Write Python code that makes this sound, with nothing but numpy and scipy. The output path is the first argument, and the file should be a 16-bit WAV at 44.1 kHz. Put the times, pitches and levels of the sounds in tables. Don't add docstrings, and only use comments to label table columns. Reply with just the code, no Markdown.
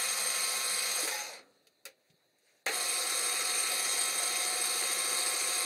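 import sys
import numpy as np
from scipy import signal
from scipy.fft import rfft, irfft, next_fast_len
from scipy.io import wavfile
from scipy.ndimage import uniform_filter1d

SR = 44100
rng = np.random.default_rng(int(sys.argv[2]) if len(sys.argv) > 2 else 0)


def store_pcm(level_fs):
    pcm = np.round(np.clip(level_fs, -1, 1) * 32767).astype(np.int16)
    wavfile.write(sys.argv[1], SR, np.atleast_2d(pcm).T)


N = 249159
TIME = np.arange(N) / SR
KNOTS = np.arange(0, N + 256, 256) / SR

# mesh harmonic, slow-shaft sideband, fast-shaft sideband,
# level before the shift in dB, level after it in dB.
MESH = [(1, 0, 0, -46, -46), (2, -2, 0, -58, -58), (2, -1, 0, -63, -60), (2, 0, 0, -59, -58),
        (3, -2, 0, -60, -64), (3, -1, 0, -58, -57), (3, 0, 0, -47, -49), (3, 1, 0, -56, -58),
        (4, -1, 0, -64, -61), (4, 0, -2, -60, -64), (4, 0, 0, -64, -57), (4, 0, 1, -68, -64),
        (5, -2, 0, -55, -68), (5, -1, 0, -59, -58), (5, 0, -1, -56, -57), (5, 0, 0, -62, -55),
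        (5, 1, -1, -60, -67), (6, 0, -2, -59, -65), (6, 0, 0, -57, -68), (6, 1, 0, -60, -69),
        (7, 0, 0, -61, -67), (8, -2, -1, -54, -74), (8, -1, -1, -54, -55), (8, -1, 0, -58, -50),
        (8, 0, -1, -54, -51), (8, 0, 0, -54, -53), (8, 1, 0, -58, -55), (10, -1, -1, -73, -63),
        (10, -1, 0, -79, -57)]
# frequency at full speed in Hz, level before the shift in dB,
# level after it in dB.
TONES = [(183.7, -90, -81), (195.1, -78, -85), (200.2, -74, -73), (206.6, -73, -80), (297.4, -79, -80),
         (400.0, -67, -68), (469.4, -66, -65), (494.3, -61, -61), (702.9, -65, -64), (733.8, -72, -59),
         (800.4, -59, -59), (1066.2, -62, -55), (1089.1, -66, -60), (1158.8, -57, -49), (1170.2, -58, -62),
         (1199.5, -52, -56), (1240.9, -57, -60), (1280.2, -61, -63), (1286.9, -56, -57), (1297.7, -67, -59),
         (1303.4, -50, -48), (1355.6, -58, -56), (1487.1, -65, -65), (1564.5, -60, -66), (1668.5, -62, -60),
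         (1772.8, -57, -60), (1787.9, -63, -63), (1929.2, -58, -58), (1981.4, -63, -66), (2264.7, -62, -63),
         (2317.5, -61, -58), (2398.6, -63, -66), (2502.9, -56, -58), (2515.0, -66, -63), (2837.7, -68, -64),
         (3493.4, -62, -68), (3500.8, -62, -72), (3650.2, -69, -64), (3731.3, -60, -69), (3742.7, -64, -61),
         (3754.5, -56, -52), (3760.9, -69, -53), (3895.5, -64, -57), (3914.3, -61, -64), (4030.1, -56, -70),
         (4041.5, -59, -67), (4049.6, -58, -65), (4055.6, -62, -58), (4062.7, -68, -61), (4568.7, -64, -62),
         (4588.3, -58, -66), (4722.5, -68, -60), (5415.6, -63, -62), (5423.3, -59, -66), (6245.6, -66, -60),
         (6257.4, -60, -61), (6453.9, -59, -71), (6662.8, -76, -66), (7914.1, -71, -64), (7966.3, -69, -65)]
# order, level in dB.
FEED_ORDERS = [(17, -89), (19, -79), (20, -71.5), (23, -75), (24, -71), (25, -71), (26, -68), (27, -66),
               (28, -75), (29, -69), (31, -71), (32, -69), (33, -72), (34, -66), (35, -65), (36, -61),
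               (38, -72), (39, -61), (40, -66), (42, -72), (47, -72), (48, -74), (51, -65), (54, -53),
               (55, -64), (57, -62), (58, -71), (62, -67)]
# frequency in Hz, relative level in dB per Hz.
CASTING = [(40, -117), (90, -116), (160, -103), (300, -97.5), (500, -85.5), (1000, -80), (1700, -87),
           (2600, -84), (4000, -82), (6000, -83.5), (8000, -85), (10500, -85.5), (13000, -94.5),
           (15800, -103)]
# frequency in Hz, width in Hz, level over the casting in dB.
HOUSING = [(394, 39, 1.5), (520, 89, 7.5), (723, 49, 7), (1343, 360, 6), (2030, 690, 3.5), (2080, 50, 8.5),
           (2509, 84, 7), (3780, 210, 3.5), (4090, 38, 7.5), (4240, 115, 7), (4676, 249, 5.5),
           (5087, 40, 11.5), (5580, 45, 8), (6320, 510, 5), (7040, 350, -1), (7937, 85, 7.5),
           (8130, 55, -2), (8280, 190, 5), (8545, 53, 19.5), (8716, 120, 12.5), (9330, 180, 5.5),
           (10490, 51, 11.5), (10745, 105, 10), (10880, 45, 10.5), (11530, 58, 8.5), (11980, 430, 11.5),
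           (12840, 180, 12), (13000, 210, -4), (13900, 185, 15), (15000, 370, -8)]
# frequency in Hz, width in Hz, gain in dB.
SWEPT_MODES = [(564, 23, -52), (838, 11.6, -29.5), (1400, 40, -71), (1838, 23, -37.5)]
# frequency in Hz, starting level in dB, t60 in seconds.
PLATES = [(280, -75, .9), (743, -74, .8), (1174, -74, 1), (1297, -71, .9), (1384, -70, .4)]
# start in seconds, nominal peak in dB, centre in Hz, fall from it in
# dB per octave, t60 at the centre in seconds, thud over the peak in dB, thud pitch in Hz.
KNOCKS = [(1.031, -47, 500, -17, 0.082, 10.5, 317), (1.046, -35, 1550, 8, 0.083, 5.5, 478),
          (1.075, -27, 1400, 5, 0.14, -10, 496), (1.669, -52.5, 3500, 7, 0.086, -8, 444),
          (1.8532, -28.5, 5540, 6, 0.03, -33, 523), (1.858, -35, 2250, 4, 0.16, -5.5, 540),
          (2.1, -58, 3500, 11, 0.084, 0, 150), (2.136, -80.5, 1000, 0, 0.05, 22, 173),
          (2.384, -64, 8000, 9, 0.077, -21, 200), (2.66, -29, 3000, 8, 0.055, -2, 600),
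          (2.663, -23, 7000, 14, 0.027, -5, 450), (2.665, -23, 1600, 9.5, 0.2, -9.5, 785),
          (2.671, -28.5, 2300, 22, 0.13, -12, 600), (2.678, -29, 1960, 6, 0.088, 0, 813),
          (2.683, -25.5, 1500, 5.5, 0.12, -8, 800), (2.691, -29, 2000, 8, 0.12, 0, 447)]
# frequency in Hz, relative level in dB, t60 in seconds.
LEVER_MODES = [(515, -9, 0.46), (1386, -2, 0.1), (1860, -18, 0.18), (1990, -15, 0.12), (2565, -6, 0.063),
               (3700, -14, 0.093), (3720, -5, 0.046), (4620, -21, 0.099), (4830, -25, 0.17),
               (6430, -19, 0.059), (7400, -23, 0.073), (8511, -33, 0.19), (8800, -23, 0.1),
               (11100, -32.5, 0.11)]
# frequency in Hz, relative level in dB.
BED_MODES = [(150, 4), (172, 4), (317, 2), (445, -4), (478, -16), (540, -9), (605, -19), (790, 3), (815, 0)]
# frequency in Hz, relative level in dB per Hz.
AIR = [(24, -63), (40, -37.5), (90, -16), (139, -1), (174, -6.5), (591, 3), (1250, -6.5), (1860, -16.5),
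       (3140, -15), (4030, -3.5), (5300, -18.5), (15500, -19.5)]
# frequency in Hz, level in dB.
FAINT_TONES = [(597.5, -88), (1217, -95.5), (1809, -92.5), (1860, -95.5), (3518, -93), (3898, -91),
               (4161, -96.5)]
# loudest moment in seconds, level in dB, rise in dB per second,
# fall in dB per second.
RUSTLES = [(1.44, -74.5, 98, 34), (2.1, -80, 107, 500), (2.25, -82.5, 33, 30), (2.39, -87, 900, 60),
           (2.47, -72, 350, 40)]
# frequency in Hz, relative level in dB per Hz.
CLOTH = [(350, -30), (600, -8), (1050, -11), (1400, -3), (1750, -2.5), (2400, -7.5), (3470, -8),
         (8290, -10.5), (15500, -24)]

SHIFT_S = 2
MESH_HZ, SLOW_SHAFT_HZ, FAST_SHAFT_HZ, FEED_HZ = 1072.63, 11.6, 51.8, 13.516
OFF_S, UNLOAD_S, STOP_S = 1.04, .035, 1.45
ON_S, SPIN_UP_S, LOAD_S = 2.665, .046, .03
FULL_S = ON_S + SPIN_UP_S
FIRST_SPEED = 1.0009

RATTLE_DB, RATTLE_TILT = -35.5, 0.32
SLOWING_DB, SLOWING_TILT = 24.5, 5.6
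LOOSE_DB, LOOSE_TILT = 2.2, -1.01
LOOSE_RING_DB, SHARP_HZ, SHARP_FROM_HZ = -8, 130, 7500
REST_SPEED, REST_S = .035, 0.14
JOLT_SPEED = 0.081
JOLT_DB = -1
SETTLE_DB, SETTLE_TILT, SETTLE_S = -1, -1.6, 0.04
SOFT_HZ, SOFT_DB = 40200, 9.5
SWELL_DB = 0.08
FEED_KNOCK_S = 4.532
FEED_SCATTER, FEED_LOCK_S = 0.086, 0.48
KNOCK_TOP_HZ = 455
PLATES_S = 1.4
THUD_FALL_DB = 39
AIR_DB = -75
RUSTLE_END_S = 2.63
ECHO_S, ECHO_SHARE = .000465, .55
MIC_HZ, EDGE_HZ = 129, 15740


def amp(db):
    return 10 ** (np.asarray(db) / 20)


def evened(x):
    return x / np.sqrt(np.mean(x ** 2) + 1e-20)


def read(points, hz):
    f, value = np.transpose(points)
    return np.interp(np.log(hz + 1), np.log(f + 1), value)


def add(mix, s, sound):
    part = mix[round(s * SR):][:len(sound)]
    part += sound[:len(part)]


def drift(fastest_hz, count=16):
    hz = np.geomspace(.3, fastest_hz, count)[:, None]
    waves = np.sin(2 * np.pi * (hz * KNOTS + rng.random((count, 1))))
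    return evened((waves / np.sqrt(hz)).sum(0))


def each_sample(slow):
    return np.interp(TIME, KNOTS, slow)


def noise(colour_db, patchy_db, size=2048):
    hop = size // 4
    frames, hz = N // hop + 5, np.fft.rfftfreq(size, 1 / SR)
    real, imaginary, patches = rng.standard_normal((frames, len(hz), 3)).T
    patches = uniform_filter1d(patches, size=size // 80, axis=0)
    patches = evened(uniform_filter1d(patches, size=8, axis=1))
    level = amp(colour_db(hz[:, None], np.arange(frames) * hop / SR) + patchy_db * patches)
    return signal.istft((real + 1j * imaginary) * level, nperseg=size, noverlap=size - hop)[1][:N]


def shaft():
    speed = np.interp(TIME, [OFF_S + UNLOAD_S, STOP_S, ON_S, FULL_S], [FIRST_SPEED, 0, 0, 1])
    load = np.interp(TIME, [OFF_S, OFF_S + UNLOAD_S, FULL_S, FULL_S + LOAD_S], [1, 0, 0, 1])
    return speed, load, np.cumsum(speed) / SR


def whine(waver_db=2.0, slip_turns=0.1):
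    _, load, turns = shaft()
    mesh = [(k * MESH_HZ + slow * SLOW_SHAFT_HZ + fast * FAST_SHAFT_HZ, before_db, after_db)
            for k, slow, fast, before_db, after_db in MESH]
    out = np.zeros(N)
    for hz, before_db, after_db in mesh + TONES:
        level = amp(np.where(KNOTS < SHIFT_S, before_db, after_db) + waver_db * drift(5.))
        slip = rng.random() + slip_turns * np.sqrt(hz / MESH_HZ) * drift(6.)
        out += each_sample(level) * np.sin(2 * np.pi * (hz * turns + each_sample(slip)))
    return np.sqrt(2) * out * load


def rattle(throb=0.058, repeat_db=-8.5, rough_db=1.0):
    speed, load, _ = shaft()
    second = TIME > ON_S
    fading = REST_SPEED * np.exp(-np.maximum(TIME - STOP_S, 0) / REST_S)
    left = np.where(TIME < SHIFT_S, fading, JOLT_SPEED)
    decades = np.log10(np.minimum(speed + left, 1))
    loose = (1 - load) * ~second
    settling = second * np.exp(-np.maximum(TIME - FULL_S, 0) / SETTLE_S)

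    tilt = RATTLE_TILT + SLOWING_TILT * decades + LOOSE_TILT * loose + SETTLE_TILT * settling
    coasting_db = SLOWING_DB * decades + LOOSE_DB * loose
    starting_db = SETTLE_DB * settling + JOLT_DB * (1 - speed)
    level_db = RATTLE_DB + np.where(second, starting_db, coasting_db) + SWELL_DB * each_sample(drift(6.))

    def colour_db(hz, at):
        damping = amp(LOOSE_RING_DB * (1 - np.interp(at, TIME, load)))
        rings = 0
        for f, width, db in HOUSING:
            sharp = width < SHARP_HZ and f > SHARP_FROM_HZ
            peak = amp(db) * (damping if sharp else 1)
            rings = rings + peak ** 2 / (1 + (2 * (hz - f) / width) ** 2) ** 2
        corner = SOFT_HZ * 10 ** np.interp(at, TIME, decades)
        soft_db = -SOFT_DB / 4 * np.log2(1 + (hz / corner) ** 4)
        tilt_db = np.interp(at, TIME, tilt) * np.log2((hz + 200) / 3000)
        return soft_db + read(CASTING, hz) + 10 * np.log10(1 + rings) + tilt_db

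    again = np.resize(rng.standard_normal(round(SR / SLOW_SHAFT_HZ)), N)
    again = irfft(rfft(again) * amp(colour_db(np.fft.rfftfreq(N, 1 / SR), N / SR)), N)
    impacts = evened(noise(colour_db, 1.86)) + amp(repeat_db) * evened(again) * load
    beat = 1 + throb * np.sin(4 * np.pi * SLOW_SHAFT_HZ * TIME)
    chance = uniform_filter1d(uniform_filter1d(rng.standard_normal(N), size=200), size=200)
    uneven = amp(rough_db * evened(chance))
    level = uniform_filter1d(((TIME < SHIFT_S) | second) * amp(level_db), size=200)
    return impacts * level * beat * uneven


def coast(rough=1.5):
    speed, load, turns = shaft()
    chatter = 1 + rough * evened(uniform_filter1d(rng.standard_normal(N), size=150))
    glide = sum(np.sin(2 * np.pi * (k * MESH_HZ * turns + rng.random())) for k in range(1, 3))
    glide = glide * chatter * (1 - load) * speed ** 2
    out = np.zeros(N)
    for hz, width, db in SWEPT_MODES:
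        pole = np.exp((2j * np.pi * hz - np.pi * width) / SR)
        out += amp(db) * 2 * signal.lfilter([1 - abs(pole)], [1, -pole], glide).real
    t = np.arange(SR // 2) / SR
    rings = sum(amp(db - 60 * t / t60) * np.sin(2 * np.pi * (f * t + rng.random()))
                for f, db, t60 in PLATES)
    add(out, PLATES_S, np.sqrt(2) * rings * signal.windows.tukey(len(t), .2))
    return out


def feed(waver_db=2.5, firm_db=2.5, lag_s=0.023):
    unlocked = np.exp(-np.maximum(TIME - ON_S, 0) / FEED_LOCK_S)
    scatter = FEED_SCATTER + (1 - FEED_SCATTER) * unlocked
    out = np.zeros(N)
    for order, db in FEED_ORDERS:
        hz = order * FEED_HZ
        level = each_sample(amp(db + waver_db * drift(5.)))
        phase = rng.uniform(-.5, .5)
        if hz < KNOCK_TOP_HZ:
            level = level * amp(firm_db * (.5 - scatter))
            phase = phase * scatter + lag_s * (hz - 350) ** 2 / 400
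        out += level * np.cos(2 * np.pi * (hz * (TIME - FEED_KNOCK_S) + phase))
    return np.sqrt(2) * out * shaft()[1] * (TIME > SHIFT_S)


def knock(peak_db, centre_hz, fall_db, t60, thud_db, thud_hz):
    t = np.arange(int(.3 * SR)) / SR
    hz, at, z = signal.stft(rng.standard_normal(len(t)), SR, nperseg=128)
    octaves = np.log2((hz[:, None] + 100) / centre_hz)
    slope_db = -fall_db * np.where(octaves < 0, -2 * octaves, octaves)
    colour = amp(slope_db - 60 * at / (t60 * amp(-1.5 * octaves)))
    tail = signal.istft(z * colour, SR, nperseg=128)[1][:len(t)]

    rings = 0
    for f, db, ring_s in LEVER_MODES:
        level = amp(db - fall_db * abs(np.log2(f / centre_hz)) - 60 * t / ring_s)
        rings = rings + level * np.sin(2 * np.pi * (f * t + rng.random()))
    blow = tail / abs(tail).max() + amp(-9.0) * rings / abs(rings).max()

    bed = sum(amp(db - THUD_FALL_DB * abs(np.log2(f / thud_hz))) * np.sin(2 * np.pi * f * t)
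              for f, db in BED_MODES)
    thud = amp(thud_db - 60 * t / t60) * bed / abs(bed).max() * (1 - np.exp(-t / 0.0031))
    return amp(peak_db) * (blow * (1 - np.exp(-t / 0.00051)) + thud)


def rustle():
    cloth = evened(noise(lambda hz, at: read(CLOTH, hz) + 0 * at, 2.2, size=512))
    moves = sum(amp(db + np.where(TIME < s, rise_db, -fall_db) * (TIME - s))
                for s, db, rise_db, fall_db in RUSTLES)
    return cloth * moves * (TIME < RUSTLE_END_S)


def room():
    air = amp(AIR_DB) * evened(noise(lambda hz, at: read(AIR, hz) + 0 * at, 2.7, size=1024))
    for hz, db in FAINT_TONES:
        level = np.sqrt(2) * amp(db + 3.0 * each_sample(drift(5.8)))
        air = air + level * np.sin(2 * np.pi * (hz * TIME + rng.random()))
    return air


def scene():
    mix = whine() + rattle() + coast() + feed() + rustle() + room()
    for s, *blow in KNOCKS:
        add(mix, s, knock(*blow))
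    return mix[None]


def record(dry):
    size = next_fast_len(N + 256)
    hz = np.fft.rfftfreq(size, 1 / SR)
    comb = 1 + ECHO_SHARE * np.exp(-2j * np.pi * hz * ECHO_S)
    combed = irfft(rfft(dry, size) * comb, size)[:, :N]
    thin = signal.sosfilt(signal.butter(1, MIC_HZ, "high", fs=SR, output="sos"), combed)
    band = signal.firwin(1023, EDGE_HZ, window=("kaiser", 9), fs=SR)
    return signal.oaconvolve(thin, band[None], "same")


dry = scene()
out = record(dry)
store_pcm(out)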